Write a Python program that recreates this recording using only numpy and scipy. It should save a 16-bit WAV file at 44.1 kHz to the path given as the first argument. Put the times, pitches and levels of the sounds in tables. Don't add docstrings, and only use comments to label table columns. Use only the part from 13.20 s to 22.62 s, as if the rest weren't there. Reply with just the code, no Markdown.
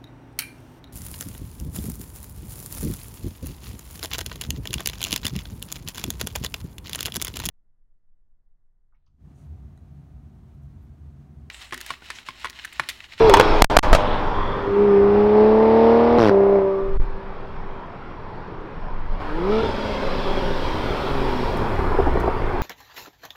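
import sys
import numpy as np
from scipy import signal
from scipy.fft import rfft, irfft
from scipy.io import wavfile
from scipy.ndimage import uniform_filter1d, map_coordinates

SR = 44100
rng = np.random.default_rng(int(sys.argv[2]) if len(sys.argv) > 2 else 0)


def materialize(psi):
    bounded = np.clip(np.atleast_2d(psi).T, -1, 1)
    quanta = np.round(bounded * 32767).astype(np.int16)
    wavfile.write(sys.argv[1], SR, quanta)


N = 415422

# second when nearest the microphone, seconds the car takes to cover that distance.
FAST_PASS, SLOW_PASS = (0.18, 0.32), (8.76, 1)
SHIFT_S = (2.984, 3.102)
APPROACH_S, SHUT_S = 6.0, 6.42
ATTACK_S, RELEASE_S = 0.2, 0.16


def amp(db):
    return 10 ** (np.asarray(db) / 20)


def unit(x):
    return x / np.sqrt(np.mean(x ** 2) + 1e-20)


def clock():
    return np.arange(N) / SR


def glide(s, seconds):
    return .5 + .5 * np.tanh((clock() - s) / seconds)


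def bell(s, width_s):
    return np.exp(-((clock() - s) / width_s) ** 2)


def held(on, off, attack_s, release_s):
    t = clock()
    return -20 * (np.maximum(on - t, 0) / attack_s + np.maximum(t - off, 0) / release_s)


def nearness(passing):
    s, crossing_s = passing
    return -20 * np.log10(np.hypot(1, (clock() - s) / crossing_s))


def wobble(rate):
    return map_coordinates(rng.standard_normal(int(N * rate / SR) + 4), [clock() * rate], order=2)


def coloured(x, points, size=8192):
    hz, db = np.transpose(points)
    log_hz = np.log(np.fft.rfftfreq(size, 1 / SR) + 1)
    cepstrum = irfft(np.log(amp(np.interp(log_hz, np.log(hz), db))))
    cepstrum[1:size // 2] *= 2
    cepstrum[size // 2 + 1:] = 0
    return signal.oaconvolve(x, irfft(np.exp(rfft(cepstrum))))[:N]


def noise(points):
    return unit(coloured(rng.standard_normal(N), points))


def rush(points, patchy_db):
    spectra = signal.stft(noise(points), nperseg=1024)[2]
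    patches = uniform_filter1d(rng.standard_normal(spectra.shape), size=4, axis=0)
    patches = uniform_filter1d(patches, size=12, axis=1)
    return unit(signal.istft(spectra * amp(patchy_db * unit(patches)), nperseg=1024)[1][:N])


def whistle(hz, width_hz):
    band = noise([(width_hz / 2, 0), (width_hz, -9), (4 * width_hz, -60), (8 * width_hz, -90)])
    return unit(band * np.sin(2 * np.pi * np.cumsum(hz * np.ones(N)) / SR))


def pulses(times, sizes):
    at = times[:, None] * SR
    taps = np.floor(at).astype(int) + np.arange(-7, 9)
    shape = np.sinc(taps - at) * np.sinc((taps - at) / 8)
    return np.bincount(np.clip(taps, 0, N).ravel(), (shape * sizes[:, None]).ravel(), N + 1)[:N]


def resonance(x, hz, width_hz):
    spin = np.exp(2j * np.pi * np.cumsum(hz) / SR)
    pole = np.exp(-np.pi * width_hz / SR)
    return unit((spin * signal.lfilter([1], [1, -pole], x * spin.conj())).imag)


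def lorry(rumble_db=-42, passing=(5.6, 1.6)):
    rumble = rush([(25, -19.5), (70, 0), (200, -1.5), (500, -18.5), (2500, -77.5)], patchy_db=1)
    return amp(rumble_db + nearness(passing)) * rumble


# centre in seconds, half length in seconds, level in dB.
GUSTS = [(.3, 0.46, -17.5), (0.687, 0.043, -9.5), (1.007, 0.47, -20), (3.767, 0.13, -12),
         (4.25, 0.36, -29.5), (5.88, 0.18, -22), (7.6, 1.97, -21), (9.1, 0.34, -19)]
# frequency in Hz, relative level in dB.
BUFFET_SPECTRUM = [(8, -1), (18, 10), (50, -18), (100, -22), (600, -89)]

def wind(breeze_db=-39.5, swing=.65, shove_s=3.786, shove_width_s=0.0151, shove_db=7):
    gusts = sum(amp(db) * bell(s, width_s) for s, width_s, db in GUSTS)
    buffet = np.hypot(amp(breeze_db), gusts) * amp(1.2 * wobble(9)) * noise(BUFFET_SPECTRUM)
    return swing * np.tanh(buffet / swing) - amp(shove_db) * bell(shove_s, shove_width_s)


def roadside_echo(x, t60=0.24, build_s=0.0028):
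    t = np.arange(SR) / SR
    tail = rng.standard_normal(SR) * amp(-60 * t / t60) * (1 - np.exp(-t / build_s))
    echo = signal.oaconvolve(x, tail / np.linalg.norm(tail))[:N]
    return coloured(echo, [(500, 7.7), (4000, 14.7), (16000, 1.9)])


def intake_gain(db=-39, open_s=6.345, past_s=8.18):
    return amp(db + held(open_s, past_s, attack_s=0.19, release_s=0.92))


# frequency in Hz, relative level in dB.
TYRE_SPECTRUM = [(50, -0.5), (160, -4), (270, -5), (420, -0.5), (640, -6.5), (950, -1), (1500, -10.5),
                 (2400, -20), (3500, -34), (8000, -64.5), (15000, -64.5)]
HISS_SPECTRUM = [(1200, -20), (2300, -1.5), (3000, -4.5), (3300, -0.5), (3700, -5.5), (5300, -11),
                 (6300, -24.5), (12000, -42)]
SPRAY_SPECTRUM = [(4000, -4.5), (7000, -1), (16000, -5)]

def road(far_roar_db=-37, far_hiss_db=-59, gone_s=3.5, spray_pass=(8.0, .9)):
    in_sight, approaching = 1 - glide(gone_s, 0.36), clock() > APPROACH_S
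    fast_roar = in_sight * amp(-20 + 0.58 * nearness(FAST_PASS))
    slow_roar = approaching * amp(-26 + 0.62 * nearness(SLOW_PASS))
    roar_gain = np.hypot(fast_roar + slow_roar, amp(far_roar_db)) * amp(0.13 * wobble(13))
    roar = roar_gain * rush(TYRE_SPECTRUM, patchy_db=2)
    fast_hiss = in_sight * amp(-32 + 1.56 * nearness(FAST_PASS))
    slow_hiss = approaching * np.hypot(intake_gain(), amp(-50))
    hiss = np.hypot(fast_hiss + slow_hiss, amp(far_hiss_db)) * rush(HISS_SPECTRUM, patchy_db=2.5)
    spray = approaching * amp(-57 + 1.65 * nearness(spray_pass)) * noise(SPRAY_SPECTRUM)
    return roar + hiss + spray


# start in seconds, level in dB.
STONES = [(8.37, -46), (9.0, -45)]

def grit(t60=0.067):
    t = clock()
    bursts = sum(amp(db - 60 * np.abs(t - s) / t60) * (t > s) for s, db in STONES)
    return bursts * noise([(2000, -8), (5000, 9), (16000, 3)])


def whine(hz=3300, width_hz=70, under_hiss_db=-11, hidden_s=7.1):
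    facing = 1 - glide(hidden_s, .5)
    return facing * intake_gain() * amp(under_hiss_db) * whistle(hz, width_hz)


# start and end in seconds, first and last pitch in Hz,
# width in Hz, level in dB.
GLIDING_BANDS = [(0.082, 0.208, 864, 1056, 130, -23), (0.78, 0.95, 2800, 3300, 1100, -39.5),
                 (0.883, 1.339, 902, 1083, 260, -30.5), (1.074, 1.388, 3330, 3420, 241, -46.5),
                 (6.298, 6.418, 1260, 1380, 110, -36), (6.47, 6.84, 5240, 4150, 70, -55.5),
                 (7.028, 7.268, 3440, 3220, 160, -44)]

def gliding_bands(attack_s=0.16, release_s=0.13, flutter_db=1):
    out = np.zeros(N)
    for start, end, start_hz, end_hz, width_hz, db in GLIDING_BANDS:
        hz = np.interp(clock(), [start, end], [start_hz, end_hz])
        out += amp(db + held(start, end, attack_s, release_s)) * whistle(hz, width_hz)
    return out * amp(flutter_db * wobble(30))


# start in seconds, relative level in dB.
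POPS = [(8.717, -20), (8.743, -17), (8.787, -9.5), (8.799, -17), (8.87, -13.5), (8.953, -16), (8.972, -17),
        (9.038, -21.5), (9.078, -14), (9.342, -19.5)]
# frequency in Hz, relative level in dB.
POP_SPECTRUM = [(60, -43), (380, 15.5), (560, 2), (750, 5.5), (1200, -11), (2000, -37), (8000, -69)]

def overrun_pops(gain_db=2, flutter=0.12, flutter_s=0.008):
    out = np.zeros(N + SR)
    t = np.arange(SR // 20) / SR
    for s, db in POPS:
        burst = flutter * rng.standard_normal(len(t)) * np.exp(-t / flutter_s) - (t == 0)
        out[round(s * SR):][:len(t)] += amp(db + gain_db) * burst
    thud_peak = np.abs(coloured(1. * (clock() == 0), POP_SPECTRUM)).max()
    return coloured(out[:N], POP_SPECTRUM) / thud_peak


# time in seconds, firings per second.
APPROACH_REVS = [(6.11, 150), (6.2, 170), (6.33, 217), (6.42, 226), (7.6, 155), (8.55, 104), (8.95, 60),
                 (9.42, 50)]

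def firing_rate(arrive_hz=227.04, coast_hz=198.4, upshift_hz=196.8, cruise_hz=194.4,
                climb_hz_per_s=33.5, high_gear_hz_per_s=11, sag_s=.42, boost_s=1.76, lift_s=3.37):
    t = clock()
    low_gear = coast_hz + (arrive_hz - coast_hz) * np.exp(-t / sag_s)
    low_gear += climb_hz_per_s * np.maximum(t - boost_s, 0)
    low_gear -= 29.92 * bell(.13, .042)
    low_gear += 6 * bell(1.63, .08)
    high_gear = upshift_hz + high_gear_hz_per_s * (t - SHIFT_S[1])
    high_gear += (cruise_hz - high_gear) * glide(lift_s, 0.019)
    away = low_gear + (high_gear - low_gear) * np.interp(t, SHIFT_S, [0, 1])
    return np.where(t < APPROACH_S, away, np.interp(t, *np.transpose(APPROACH_REVS)))


# relative strength of the blow, relative sharpness of
# its edge, delay of that edge along its header pipe in seconds.
CYLINDERS = [(1.04, .85, 0.00043), (1.28, 0.56, 0.00077), (1.33, 1.1, 0.00051), (0.79, 0.81, 0.00079),
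             (1.35, .7, 0.00065), (1.0, 0.66, .00042)]

def firings(phase, coast_s=(.12, 1.5), lope=0.39):
    count = np.arange(1, int(phase[-1]))
    fired = np.interp(count, phase, clock())
    coasting, idling = (fired > coast_s[0]) & (fired < coast_s[1]), fired > SHUT_S
    scatter = np.select([coasting, idling], [0.26, 0.54], 0.014)
    jitter_s = np.select([coasting, idling], [0.00008, 0.0004], 0.000012)
    chance = rng.standard_normal((len(count), 2))
    burn = 1 + scatter * chance[:, 0] + lope * coasting * (-1) ** count
    cylinders = np.take(CYLINDERS, count, axis=0, mode="wrap")
    return count, fired + jitter_s * chance[:, 1], burn, cylinders


# fully on and off in seconds, levels of boom, thrum, rasp and
# gas noise in dB, fade in dB per second.
THROTTLE = [(0, 0.097, -9, -43, -20, -35, 16), (1.609, 2.99, -13.5, -19.5, -20.5, -34.5, -1.5),
            (3.117, 3.373, -15, -24, -25, -47, 1), (3.426, 3.725, -17.5, -32.5, -33, -55.5, 38),
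            (3.794, 5.9, -39, -44.5, -48, -68, 12), (6.21, 6.385, -23.5, -30, -33, -43.5, -32)]
# dip of boom, thrum, rasp and gas noise in dB.
SPOOL_DIP_DB = [0.5, 6.6, 20, 23]

def throttle_gains(dip_s=1.38, spool_s=0.39, waver_db=-1.16):
    t = clock()
    gains = np.zeros((4, N))
    for on, off, *levels_db, fade in THROTTLE:
        press_db = held(on, off, ATTACK_S, RELEASE_S) - fade * np.clip(t - on, 0, off - on)
        gains = np.maximum(gains, amp([db + press_db for db in levels_db]))
    gains *= amp(-np.outer(SPOOL_DIP_DB, np.exp(-np.abs(t - dip_s) / spool_s)))
    return gains * amp(waver_db * wobble(10))


def leaving_gains(boom_db=-21, thrum_db=-38, rasp_db=-25, gas_db=-37):
    near_db = nearness(FAST_PASS)
    burble_db = held(FAST_PASS[0], 0.83, ATTACK_S, release_s=0.36)
    return amp([boom_db + 1.62 * near_db, thrum_db + 0.8 * near_db,
                rasp_db + burble_db, gas_db + burble_db])


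def rolling_gains(boom_db=-38, thrum_db=-30, rasp_db=-40, gas_db=-47, from_s=5.9, tail_pass=(9.1, .7)):
    burble_db = held(from_s, 7.3, ATTACK_S, release_s=2.4)
    levels_db = [boom_db + nearness(SLOW_PASS), thrum_db + 1.16 * nearness(tail_pass),
                 rasp_db + burble_db, gas_db + burble_db]
    return glide(from_s, 0.028) * amp(levels_db)


# pitch and width in Hz, level from afar and alongside in dB.
PIPE_MODES = [(64, 29, -65, -26), (252, 38, -34.5, -35.5), (387, 46, -39.5, -29), (517, 40, -32.5, -40),
              (708, 22, -51.5, -48), (871, 43, -36, -50), (1428, 90, -49, -45.5)]

def burble(train, doppler=0.056, far_db=-8):
    shut = glide(SHUT_S, 0.02)
    far = np.clip(nearness(SLOW_PASS) / far_db, 0, 1)
    out = np.zeros(N)
    for hz, width_hz, afar_db, near_db in PIPE_MODES:
        ring = resonance(train * shut, hz * (1 + doppler * far), width_hz)
        out += amp(near_db + (afar_db - near_db) * far) * ring
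    return np.sqrt(shut.mean()) * out


# multiple of the firing rate, start and end in seconds, level in dB.
OVERTONES = [(4, 1.95, 2.91, -27.5), (6, 1.7, 1.9, -38), (3, 3.13, 3.36, -19.5), (3, 3.46, 3.653, -27),
             (5, 2.8, 3.6, -38.5), (6, 3.5, 3.59, -37.5), (2, 7.5, 8.2, -33.5)]

def overtones(phase, attack_s=0.092, release_s=0.13, waver_db=-2.2):
    out = np.zeros(N)
    for harmonic, on, off, db in OVERTONES:
        gain = amp(db + held(on, off, attack_s, release_s) + waver_db * wobble(14))
        out += gain * np.cos(2 * np.pi * harmonic * phase)
    return out


# frequency in Hz, relative level in dB.
BARK_SPECTRUM = [(100, -35.5), (400, 0), (650, 3), (1100, -5), (1600, -21), (5400, -55), (15000, -95.5)]

def bark(fired, burn, db=-28, from_s=2.6, to_s=3.39):
    blows = pulses(fired[1::len(CYLINDERS)], burn[1::len(CYLINDERS)])
    gain = amp(db + held(from_s, to_s, attack_s=1.2, release_s=0.14))
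    return gain * unit(coloured(blows, BARK_SPECTRUM))


# frequency in Hz, relative level in dB.
RIP_SPECTRUM = [(40, -45.5), (100, 3), (400, 13), (1100, -3), (1900, -38), (5200, -46), (7000, -44.5),
                (15000, -60)]
SPIT_SPECTRUM = [(300, 6.5), (1200, 10.5), (2000, -0.5), (5500, -11), (7000, -30), (15000, -37)]

def upshift(running, phase, count, fired, sizes, rip_db=-14, spit_db=-24):
    start, end = SHIFT_S
    cut = (clock() > start) & (clock() < end)
    live = (fired > start) & (fired < end) & (count % 2 == 0)
    rip = coloured(pulses(fired[live], sizes[live]), RIP_SPECTRUM)
    rip *= amp(rip_db) / np.std(rip[cut])
    spit = coloured(rng.standard_normal(N) * cut * np.exp(-2 * (phase % 2)), SPIT_SPECTRUM)
    spit *= amp(spit_db) / np.std(spit[cut])
    return spit - rip - running * (1 - uniform_filter1d(cut * 1., size=200))


# start in seconds, level in dB, ring pitch in Hz,
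# seconds to die away by 60 dB.
BANGS = [(0.097, -5.5, 556, 0.032), (0.1389, 7.5, 903, 0.033), (.1705, -2.5, 990, 0.023),
         (.198, 2.5, 502, 0.031), (0.2101, -2.5, 540, 0.018), (0.4206, 20, 748, 0.018),
         (0.4433, 15.5, 828, 0.022), (.567, 9.5, 706, 0.077), (0.5887, 13, 855, 0.017),
         (.73, 0.5, 641, 0.068), (0.7483, 1.5, 564, 0.04)]
# start in seconds, seconds until it sinks below full scale.
SURGES = [(0.421, 0.078), (0.567, 0.06), (0.727, 0.02)]

def backfires(crack_db=-5, surge_rise_s=0.0044, surge_fall_s=0.043):
    blasts, surges = np.zeros(N + SR), np.zeros(N + SR)
    t = np.arange(SR // 2) / SR
    tearing = noise([(200, -9), (900, 19.5), (5000, -2.5), (7000, -8.5), (15000, -25)])
    for s, db, hz, t60 in BANGS:
        start = round(s * SR)
        blast = amp(crack_db) * tearing[start:][:len(t)] - np.sin(2 * np.pi * hz * t)
        blasts[start:][:len(t)] += amp(db - 60 * t / t60) * blast
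    for s, hold_s in SURGES:
        surge = np.exp((hold_s - t) / surge_fall_s) * (1 - np.exp(-t / surge_rise_s))
        surges[round(s * SR):][:len(t)] -= surge
    return blasts[:N], surges[:N]


# frequency in Hz, relative level in dB.
BOOM_SPECTRUM = [(4, -98), (200, -43.5), (300, -2), (400, 3), (480, -1), (620, -20), (1500, -81.5)]
THRUM_SPECTRUM = [(4, -79.5), (25, -17.5), (55, 8.5), (110, 4.5), (180, 0), (240, -3), (330, -3),
                  (480, -35.5), (1500, -100)]
RASP_SPECTRUM = [(4, -100), (280, -31), (400, 4.5), (480, 10), (600, 9.5), (700, 6), (820, 5), (1060, -3),
                 (1180, -4), (1280, -11), (1400, -11), (1520, -17), (1800, -15), (2300, -24), (3200, -37),
                 (5400, -44), (6800, -62.5), (15000, -86.5)]
GAS_SPECTRUM = [(300, -15), (1000, 8), (1600, -7), (2200, -4), (3000, -9.5), (5300, -18.5), (6600, -40.5),
                (15000, -72.5)]

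def exhaust(evening=0.6):
    gains = np.maximum(throttle_gains(), leaving_gains() + rolling_gains())
    boom_gain, thrum_gain, rasp_gain, gas_gain = gains
    phase = np.cumsum(firing_rate()) / SR
    count, fired, burn, cylinders = firings(phase)
    strength, sharpness, edge_lag_s = cylinders.T
    sizes = strength * burn
    train = pulses(fired, sizes)
    boom = boom_gain * unit(coloured(train, BOOM_SPECTRUM))
    evened = pulses(fired, sizes / strength ** evening)
    thrum = thrum_gain * unit(coloured(evened, THRUM_SPECTRUM))
    edges = pulses(fired + edge_lag_s, burn * sharpness)
    rasp = rasp_gain * unit(coloured(edges, RASP_SPECTRUM))
    puff_sizes = np.interp(clock(), fired, burn * np.sqrt(sharpness))
    puffs = rng.standard_normal(N) * puff_sizes * (.5 + np.exp(-2 * (phase % 1)))
    gas = gas_gain * unit(coloured(puffs, GAS_SPECTRUM))
    running = boom + thrum + rasp + gas + overtones(phase) + bark(fired, burn) + burble(train)
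    return upshift(running, phase, count, fired, sizes)


def scene(engine_echo_db=-23, bang_echo_db=-27):
    engine = exhaust() + overrun_pops()
    blasts, surges = backfires()
    echo = roadside_echo(amp(engine_echo_db) * engine + amp(bang_echo_db) * blasts)
    roadside = engine + echo + road() + grit() + gliding_bands() + whine() + lorry() + wind()
    unpinned = uniform_filter1d(1. * (surges > -1), size=64)
    return (blasts + surges + unpinned * roadside)[None]


def record(dry, coupling_hz=16, top_hz=15900):
    railed = np.clip(dry, -1, 1)
    coupled = signal.sosfilt(signal.butter(2, coupling_hz, "highpass", fs=SR, output="sos"), railed)
    return signal.sosfiltfilt(signal.butter(12, top_hz, fs=SR, output="sos"), np.clip(coupled, -1, 1))


dry = scene()
out = record(dry)
materialize(out)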